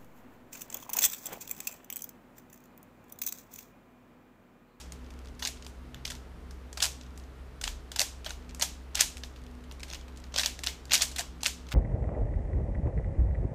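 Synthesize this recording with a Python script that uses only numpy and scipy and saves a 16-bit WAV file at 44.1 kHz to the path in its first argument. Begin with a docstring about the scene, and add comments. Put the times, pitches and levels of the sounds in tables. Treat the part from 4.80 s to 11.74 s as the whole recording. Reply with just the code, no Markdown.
"""A computer fan hums throughout. From the start, a plastic puzzle cube is twisted by hand over a desk,
close to a small microphone. Each twist is a run of clacks as hollow pieces ride over and snap against
each other; a small room answers. From 0.22 s, loose pieces tick now and then as the fingers shift grip.
From 0.6 s, some twists shake the desk faintly. The densest run of clacks comes just after 6 s."""
import sys
import numpy as np
from scipy import signal
from scipy.fft import rfft, irfft
from scipy.io import wavfile
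from scipy.ndimage import uniform_filter1d

SR = 44100
rng = np.random.default_rng(int(sys.argv[2]) if len(sys.argv) > 2 else 0)


def master(y):
    """Save y as 16-bit WAV."""
    cut = np.clip(np.atleast_2d(y).T, -1, 1)
    pcm = np.round(cut * 32767)  # scale
    wavfile.write(sys.argv[1], SR, pcm.astype(np.int16))


N = 306054
STRIKE_SAMPLES, ONSET_SAMPLE = 2048, 440
STRIKE_BINS_HZ = np.arange(STRIKE_SAMPLES // 2 + 1) * SR / STRIKE_SAMPLES


def undb(db):
    return 10 ** (np.asarray(db) / 20)


def at_rms(x, db):
    return x * undb(db) / np.sqrt(np.mean(x ** 2))


def unit_burst(x):
    """Scale each row so its loudest millisecond has the power of a unit sine."""
    power = uniform_filter1d(x ** 2, size=44)
    return x / np.sqrt(2 * power.max(axis=1, keepdims=True))


def resonance(f, hz, width_hz):
    """Causal band-pass response, gain 1 at the centre."""
    return 1j * f * width_hz / (hz ** 2 - f ** 2 + 1j * f * width_hz)


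def drift(rate_hz):
    """Random steps, smoothed twice; spread near 1."""
    hold = int(SR / rate_hz)
    steps = np.repeat(rng.standard_normal(N // hold + 1), hold)
    return 1.42 * uniform_filter1d(uniform_filter1d(steps, hold), hold)[:N]


# Casing and room resonances excited by the fan's air: centre_hz, width_hz, rms_db
FAN_MODES = [(40.5, 4.2, -56.5), (130.2, 5.6, -62), (173.1, 2.9, -63.5), (246.3, 5.3, -58.5),
             (302, 34, -66.5), (427, 84, -64.5)]
# Air rush spectrum: frequency_hz, relative_density_db
RUSH_SPECTRUM = [(12, -66), (20, -17), (44, -7.5), (70, -5), (90, -15), (116, -16.5), (259, -18.5),
                 (333, -20), (906, -26.5), (1270, -27), (1670, -30.5), (1980, -32.5), (7310, -47),
                 (13100, -52), (15500, -54)]


def fan(hum_hz=65.2, hum_db=-46.5, rush_db=-50.5):
    """A wavering motor hum and ringing resonances over a steady rush of air."""
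    phase = 2 * np.pi * np.cumsum(hum_hz * (1 + 0.003 * drift(3.22))) / SR
    out = at_rms(undb(0.66 * drift(2.64)) * np.sin(phase), hum_db)
    f = np.maximum(np.arange(N // 2 + 1) * SR / N, 1)
    for hz, width_hz, db in FAN_MODES:
        noise = rfft(rng.standard_normal(N))
        out += at_rms(irfft(noise * resonance(f, hz, width_hz) ** 2, N), db)
    hz, db = np.transpose(RUSH_SPECTRUM)
    colour = undb(np.interp(np.log(f), np.log(hz), db))
    rush = irfft(rfft(rng.standard_normal(N)) * colour, N)
    return out + at_rms(rush, rush_db)


# Pieces snapping together: start_s, level_db, pitch_hz, rattle_ms
CLACKS = [(-.03, -21, 4740, 2.8), (0.013, -41.5, 5100, 4.7), (.1217, -34, 4800, 2.9),
          (0.3047, -47, 5000, 3), (.458, -46, 3100, 1.5), (0.4729, -44, 4670, 1.43), (0.593, -39, 5840, 13),
          (.6235, -27, 5570, 7.5), (.651, -19.5, 4300, 2.4), (.657, -26.5, 3200, 3.6),
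          (0.6731, -23.5, 5450, 3.9), (0.824, -42.5, 4100, 3.8), (0.8654, -35, 5400, 2.4),
          (1.145, -34.5, 2960, 1.8), (1.2528, -23, 4860, 3.8), (1.277, -30, 4540, 5.1),
          (1.302, -30.5, 5100, 5.9), (1.308, -33.5, 5000, 2), (1.3188, -33.5, 3330, 3.1),
          (1.3515, -39.5, 4800, 3), (1.709, -43.5, 4860, 3.54), (1.929, -35, 5400, 2.9),
          (1.9733, -31, 4820, 5.5), (2.0038, -21.5, 3630, 2.9), (2.0189, -25, 5500, 13.7),
          (2.024, -13.5, 5200, 8.3), (2.0379, -18, 6150, 1.5), (2.0426, -19, 5170, 4.9),
          (2.062, -28, 4350, 4.4), (2.115, -45, 5000, 8.3), (2.2113, -42, 4330, 3.1),
          (2.2348, -48, 3970, 1.9), (2.376, -41, 6200, 3.2), (2.3983, -47.5, 3640, 3.5),
          (2.813, -30.5, 5200, 4), (2.8398, -19.5, 4560, 2.07), (2.8723, -35, 4700, 6.6),
          (2.8773, -22.5, 4400, 2.46), (3.1174, -30.5, 4250, 3.2), (3.1612, -24, 4040, 3.4),
          (3.1872, -30, 6100, 8.3), (3.1944, -10.5, 5000, 1.26), (3.2024, -18, 5700, 6.3),
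          (3.2155, -15, 5200, 3.4), (3.446, -35.5, 4000, 3.6), (3.4553, -40, 5230, 4.6),
          (3.4617, -28.5, 3460, 7.2), (3.493, -38, 4830, 8.6), (3.5063, -28, 4700, 2.9),
          (3.692, -44, 3570, 8.2), (3.7476, -35, 5470, 2.3), (3.7963, -31, 3040, 6.3),
          (3.8124, -22.5, 4470, 2.1), (3.8196, -24.5, 7300, 1.8), (3.8224, -14, 5170, 5.1),
          (3.8451, -31, 4730, 5), (4.147, -34, 5000, 10), (4.154, -16.5, 4500, 2.3),
          (4.1698, -31, 4300, 12), (4.177, -28, 4200, 1.84), (4.1825, -26.5, 5400, 1.46),
          (4.1925, -18, 4550, 17), (4.2062, -14.5, 5120, 3.7), (4.2093, -7, 5360, 2.7),
          (4.3701, -35, 5270, 2.7), (4.4355, -30.5, 4600, 3.2), (4.5602, -45.5, 3563, 10),
          (4.6653, -47.5, 3650, 1.96), (4.9127, -38.5, 3160, 2.58), (4.922, -41, 5230, 2.17),
          (4.9968, -43, 6740, 2.8), (5.0042, -41.5, 4500, 3.2), (5.0319, -31, 4220, 3.3),
          (5.0792, -45.5, 3500, 23), (5.1017, -32.5, 4260, 1.7), (5.1116, -38, 4600, 4.2),
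          (5.1272, -36, 3070, 5), (5.135, -28.5, 3860, 1.3), (5.1451, -35.5, 4800, 5.4),
          (5.152, -36.5, 3700, 5), (5.3727, -44.5, 3900, 4.2), (5.44, -42.5, 4400, 2.3),
          (5.5407, -30.5, 3970, 6.8), (5.561, -20, 4030, 3.1), (5.574, -28, 4000, 2.4),
          (5.578, -22.5, 4600, 12.5), (5.5853, -15.5, 5070, 2.1), (5.595, -17, 4850, 4.9),
          (5.614, -28.5, 4600, 2.9), (5.634, -20.5, 3730, 3.6), (5.644, -27.5, 4600, 5.4),
          (5.6487, -27.5, 5050, 3.9), (5.6603, -13, 4720, 2.3), (5.791, -32, 4900, 1.87),
          (5.8362, -25.5, 3940, 3.6), (5.864, -23, 4440, 3.5), (5.8715, -15, 4380, 1.6),
          (5.8806, -33.5, 4240, 7.1), (6.0546, -38, 4970, 1.9), (6.096, -40.5, 3400, 5),
          (6.1085, -27, 4420, 13), (6.1193, -15.5, 3760, 3), (6.1278, -21.5, 3970, 5.5),
          (6.1335, -11.5, 5380, 7.2), (6.141, -13.5, 4200, 5.5), (6.152, -14, 4860, 6.2),
          (6.1625, -25, 5300, 3.2), (6.1781, -23, 5140, 3.8), (6.198, -29, 4300, 3.9),
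          (6.2087, -24, 4600, 4.2), (6.2116, -24, 4900, 9.8), (6.2198, -13, 5500, 5.1),
          (6.2304, -23, 4700, 6.1), (6.3137, -38.5, 3980, 14), (6.3615, -27.5, 4040, 5.1),
          (6.3831, -26.5, 4400, 18), (6.3941, -19.5, 4930, 1), (6.405, -30, 4480, 1.8),
          (6.6073, -44, 4400, 3.4), (6.6331, -19.5, 4500, 2.18), (6.6451, -29, 4010, 10.2),
          (6.6565, -22, 4560, 1.8), (6.6614, -12.5, 4970, 1.8), (6.6672, -17.5, 4650, 2),
          (6.679, -30.5, 4430, 7.5), (6.868, -45, 3880, 3.1), (6.887, -42.5, 3830, 6.2),
          (6.911, -43.5, 4600, 11.4), (6.9181, -28, 3140, 5.6)]


def clacks(firm_db=-30, catch_lead_ms=2.6, follow_lag_ms=10.5):
    """Strike rows. Edges catch just before a firm clack; a softer copy follows about 10 ms after it."""
    rows = np.array(CLACKS)
    start_s, db, hz, _ = rows[rows[:, 1] > firm_db].T
    a, b, c = rng.uniform(-.5, .5, (3, len(start_s)))
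    catch_s = start_s - (catch_lead_ms + 1.6 * c) / 1000
    follow_s = start_s + (follow_lag_ms + 6 * a) / 1000
    catches = np.transpose([catch_s, db - 17 + 6 * a, hz, 2.3 * (1 + b)])
    followers = np.transpose([follow_s, db - 20.5 + 6 * b, hz, 7.7 * (1 + c)])
    return np.concatenate([rows, followers, catches])


def contact_force(rattle_ms):
    """Per strike: a scrape as faces close in, a first blow, a dying rattle of smaller ones."""
    shape = (len(rattle_ms), STRIKE_SAMPLES)
    t_ms = (np.arange(STRIKE_SAMPLES) - ONSET_SAMPLE) / SR * 1000
    age_ms, length_ms = np.maximum(t_ms, 0), rattle_ms + 0.12
    # many small contacts, a few large
    grains = rng.choice([-1, 1], shape) * undb(rng.exponential(3.5, shape))
    scrape = undb(-24) * np.exp(-np.abs(t_ms) / 1.5)
    rise = 1 - np.exp(-age_ms / (0.048 * length_ms))
    decay = np.exp(-(age_ms / (0.59 * length_ms)) ** 0.64)
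    force = 0.15 * grains * (scrape + rise * decay)
    force[:, [ONSET_SAMPLE]] += 2.93 / length_ms  # a short clack is mostly one hard contact
    return force


def ring(modes, strike_count):
    """Each strike lands elsewhere, so the modes ring in new proportions."""
    return sum(rng.uniform(-1, 1, (strike_count, 1)) * undb(db) * resonance(STRIKE_BINS_HZ, hz, width_hz)
               for hz, width_hz, db in modes)


# Cube shell modes: centre_hz, width_hz, relative_db
SHELL_MODES = [(2560, 990, 2.5), (2884, 186, 2), (3430, 250, 6.5), (4330, 1650, -21), (5480, 4300, -4),
               (6480, 205, 2.5), (6800, 2200, 1)]


def shell_ring(force_spectra, piece_response):
    """The struck piece rings broadly, together with the shell's modes."""
    response = piece_response + 0.727 * ring(SHELL_MODES, len(force_spectra))
    return unit_burst(irfft(force_spectra * response))


# Air modes inside the pieces: centre_hz, width_hz, relative_db
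CAVITY_MODES = [(584, 95, 8.5), (797, 260, 4.5), (1500, 270, 5), (1790, 680, 9)]


def hollow_knock(force_spectra):
    """The air inside the pieces answers with a lower knock."""
    response = ring(CAVITY_MODES, len(force_spectra)) + 0.1 * resonance(STRIKE_BINS_HZ, 1440, 2700) ** 2
    return unit_burst(irfft(force_spectra * response))


def knock_balance_db(level_db, rattle_ms, best_db=-30.5):
    """Knock relative to shell: greatest at mid level, as hard blows ring mostly the shell."""
    over_db = level_db - best_db
    loss_db = np.maximum(0.57 * over_db, -0.17 * over_db)
    pump_db = 1.78 * np.log2(rattle_ms + .5)  # a longer rattle pumps the hollow more
    return -10.5 - loss_db + pump_db + rng.uniform(-3.5, 3.5, level_db.shape)


def cube(strikes, lead_samples, contact_hz=8660, spot_count=5):
    """Strikes rung through the plastic: direct sound, and room feeds from a few spots in the hands."""
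    start_s, level_db, pitch_hz, rattle_ms = strikes.T[:, :, None]
    f = STRIKE_BINS_HZ
    # plastic yields, so contacts last long enough to dull the top
    bend = contact_hz ** 2 - f ** 2 + 1j * f * contact_hz
    softness = (contact_hz ** 2 - undb(-25.5) * f ** 2 + .4j * f * contact_hz) / bend
    force_spectra = rfft(contact_force(rattle_ms)) * softness
    piece = resonance(f, pitch_hz, 1.326 * pitch_hz) ** 2 + undb(-12.5) * resonance(f, 11700, 12500) ** 2
    bass_cut = 1 / (1 + (520 / (f + 1)) ** 6)  # a small body radiates no bass
    knock_db = knock_balance_db(level_db, rattle_ms)
    knock = undb(knock_db) * hollow_knock(force_spectra * bass_cut)
    sounds = undb(level_db) * (shell_ring(force_spectra, piece) + knock)
    # modes even out over all directions: the room gets equal energy in a smooth colour
    colour = piece + undb(knock_db + 1.5) * bass_cut * resonance(f, 956, 920) ** 2
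    smooth = np.roll(irfft(colour * softness), ONSET_SAMPLE, axis=1)
    smooth *= np.linalg.norm(sounds, axis=1, keepdims=True) / np.linalg.norm(smooth, axis=1, keepdims=True)
    end = lead_samples + N
    direct = np.zeros(end + STRIKE_SAMPLES)
    feeds = np.zeros((spot_count, len(direct)))
    for k, start in enumerate((start_s[:, 0] * SR).astype(int) + lead_samples - ONSET_SAMPLE):
        direct[start:start + STRIKE_SAMPLES] += sounds[k]
        feeds[k % spot_count, start:start + STRIKE_SAMPLES] += smooth[k]
    return direct[:end], feeds[:, :end]


# Room tail bands: centre_hz, t60_s, relative_db
ROOM_BANDS = [(643, 0.166, 6.5), (1560, 0.33, -4.5), (2640, 0.48, -19.5), (6460, 0.31, -11.5),
              (11130, 0.17, -4)]


def room(feeds, wall_ms=7.5):
    """The nearest wall answers, then a diffuse tail dies band by band; one tail per spot."""
    t, f = np.arange(SR) / SR, np.arange(SR // 2 + 1)
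    noise = rfft(rng.standard_normal((len(feeds), SR)))
    onset = 1 / (1 + np.exp(np.clip((wall_ms - 1000 * t) / 0.74, -50, 50)))
    tails = 0
    for hz, t60_s, db in ROOM_BANDS:
        band = irfft(noise * resonance(f, hz, 0.65 * hz))
        tails += undb(db - 28.5) * band * onset * undb(-60 * t / t60_s)
    return signal.fftconvolve(feeds, tails, axes=1)[:, :feeds.shape[1]].sum(axis=0)


# Grip shifts: start_s, end_s, level_db
GRIP_SHIFTS = [(.22, 0.563, -51), (0.766, 0.906, -47), (2.157, 2.444, -57), (3.095, 3.17, -50),
               (3.583, 3.793, -56), (4.502, 4.95, -53.5), (5.17, 5.54, -51), (6.054, 6.09, -50),
               (6.605, 6.63, -40), (6.792, 6.913, -60)]


def grip_ticks(ticks_per_s=22, pitch_hz=3700, rattle_ms=3):
    """Strike rows. Loose pieces tick as the fingers shift."""
    rows = []
    for start_s, end_s, db in GRIP_SHIFTS:
        count = int(np.ceil((end_s - start_s) * ticks_per_s))
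        tick_s = start_s + (end_s - start_s) * (np.arange(count) + rng.random(count)) / count
        a, b, c = rng.uniform(-.5, .5, (3, count))
        rows.append(np.transpose([tick_s, db + 10.5 * a, pitch_hz + 1000 * b, rattle_ms * (1 + c)]))
    return np.concatenate(rows)


# Pushes on the desk through the forearms: start_s, level_db
DESK_PUSHES = [(.6, -60.5), (1.25, -46), (2.819, -35), (4.16, -38.5), (5.17, -44), (6.341, -46),
               (6.751, -48)]


def desk(mode_hz=37.7, t60_s=0.94, rise_s=0.009):
    """Each soft push sets the desk's lowest mode swinging."""
    t, out = np.arange(N) / SR, np.zeros(N)
    for start_s, db in DESK_PUSHES:
        age_s = np.maximum(t - start_s, 0)
        envelope = (1 - np.exp(-age_s / rise_s)) * undb(db - 60 * age_s / t60_s)
        out += envelope * np.sin(2 * np.pi * mode_hz * age_s)
    return out


def scene():
    lead_samples = SR // 10  # a clack just before the start still rings in the room
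    strikes = np.concatenate([clacks(), grip_ticks()])
    direct, feeds = cube(strikes, lead_samples)
    twists = (direct + room(feeds))[lead_samples:]
    return (fan() + twists + desk())[None]


def record(dry, mic_hz=15150, cutoff_hz=16500):
    """The microphone fades above its top resonance; the recorder cuts the rest."""
    mic = signal.sosfilt(signal.cheby1(12, .5, mic_hz, fs=SR, output="sos"), dry)
    return signal.sosfilt(signal.ellip(10, .2, 80, cutoff_hz, fs=SR, output="sos"), mic)


dry = scene()
out = record(dry)
master(out)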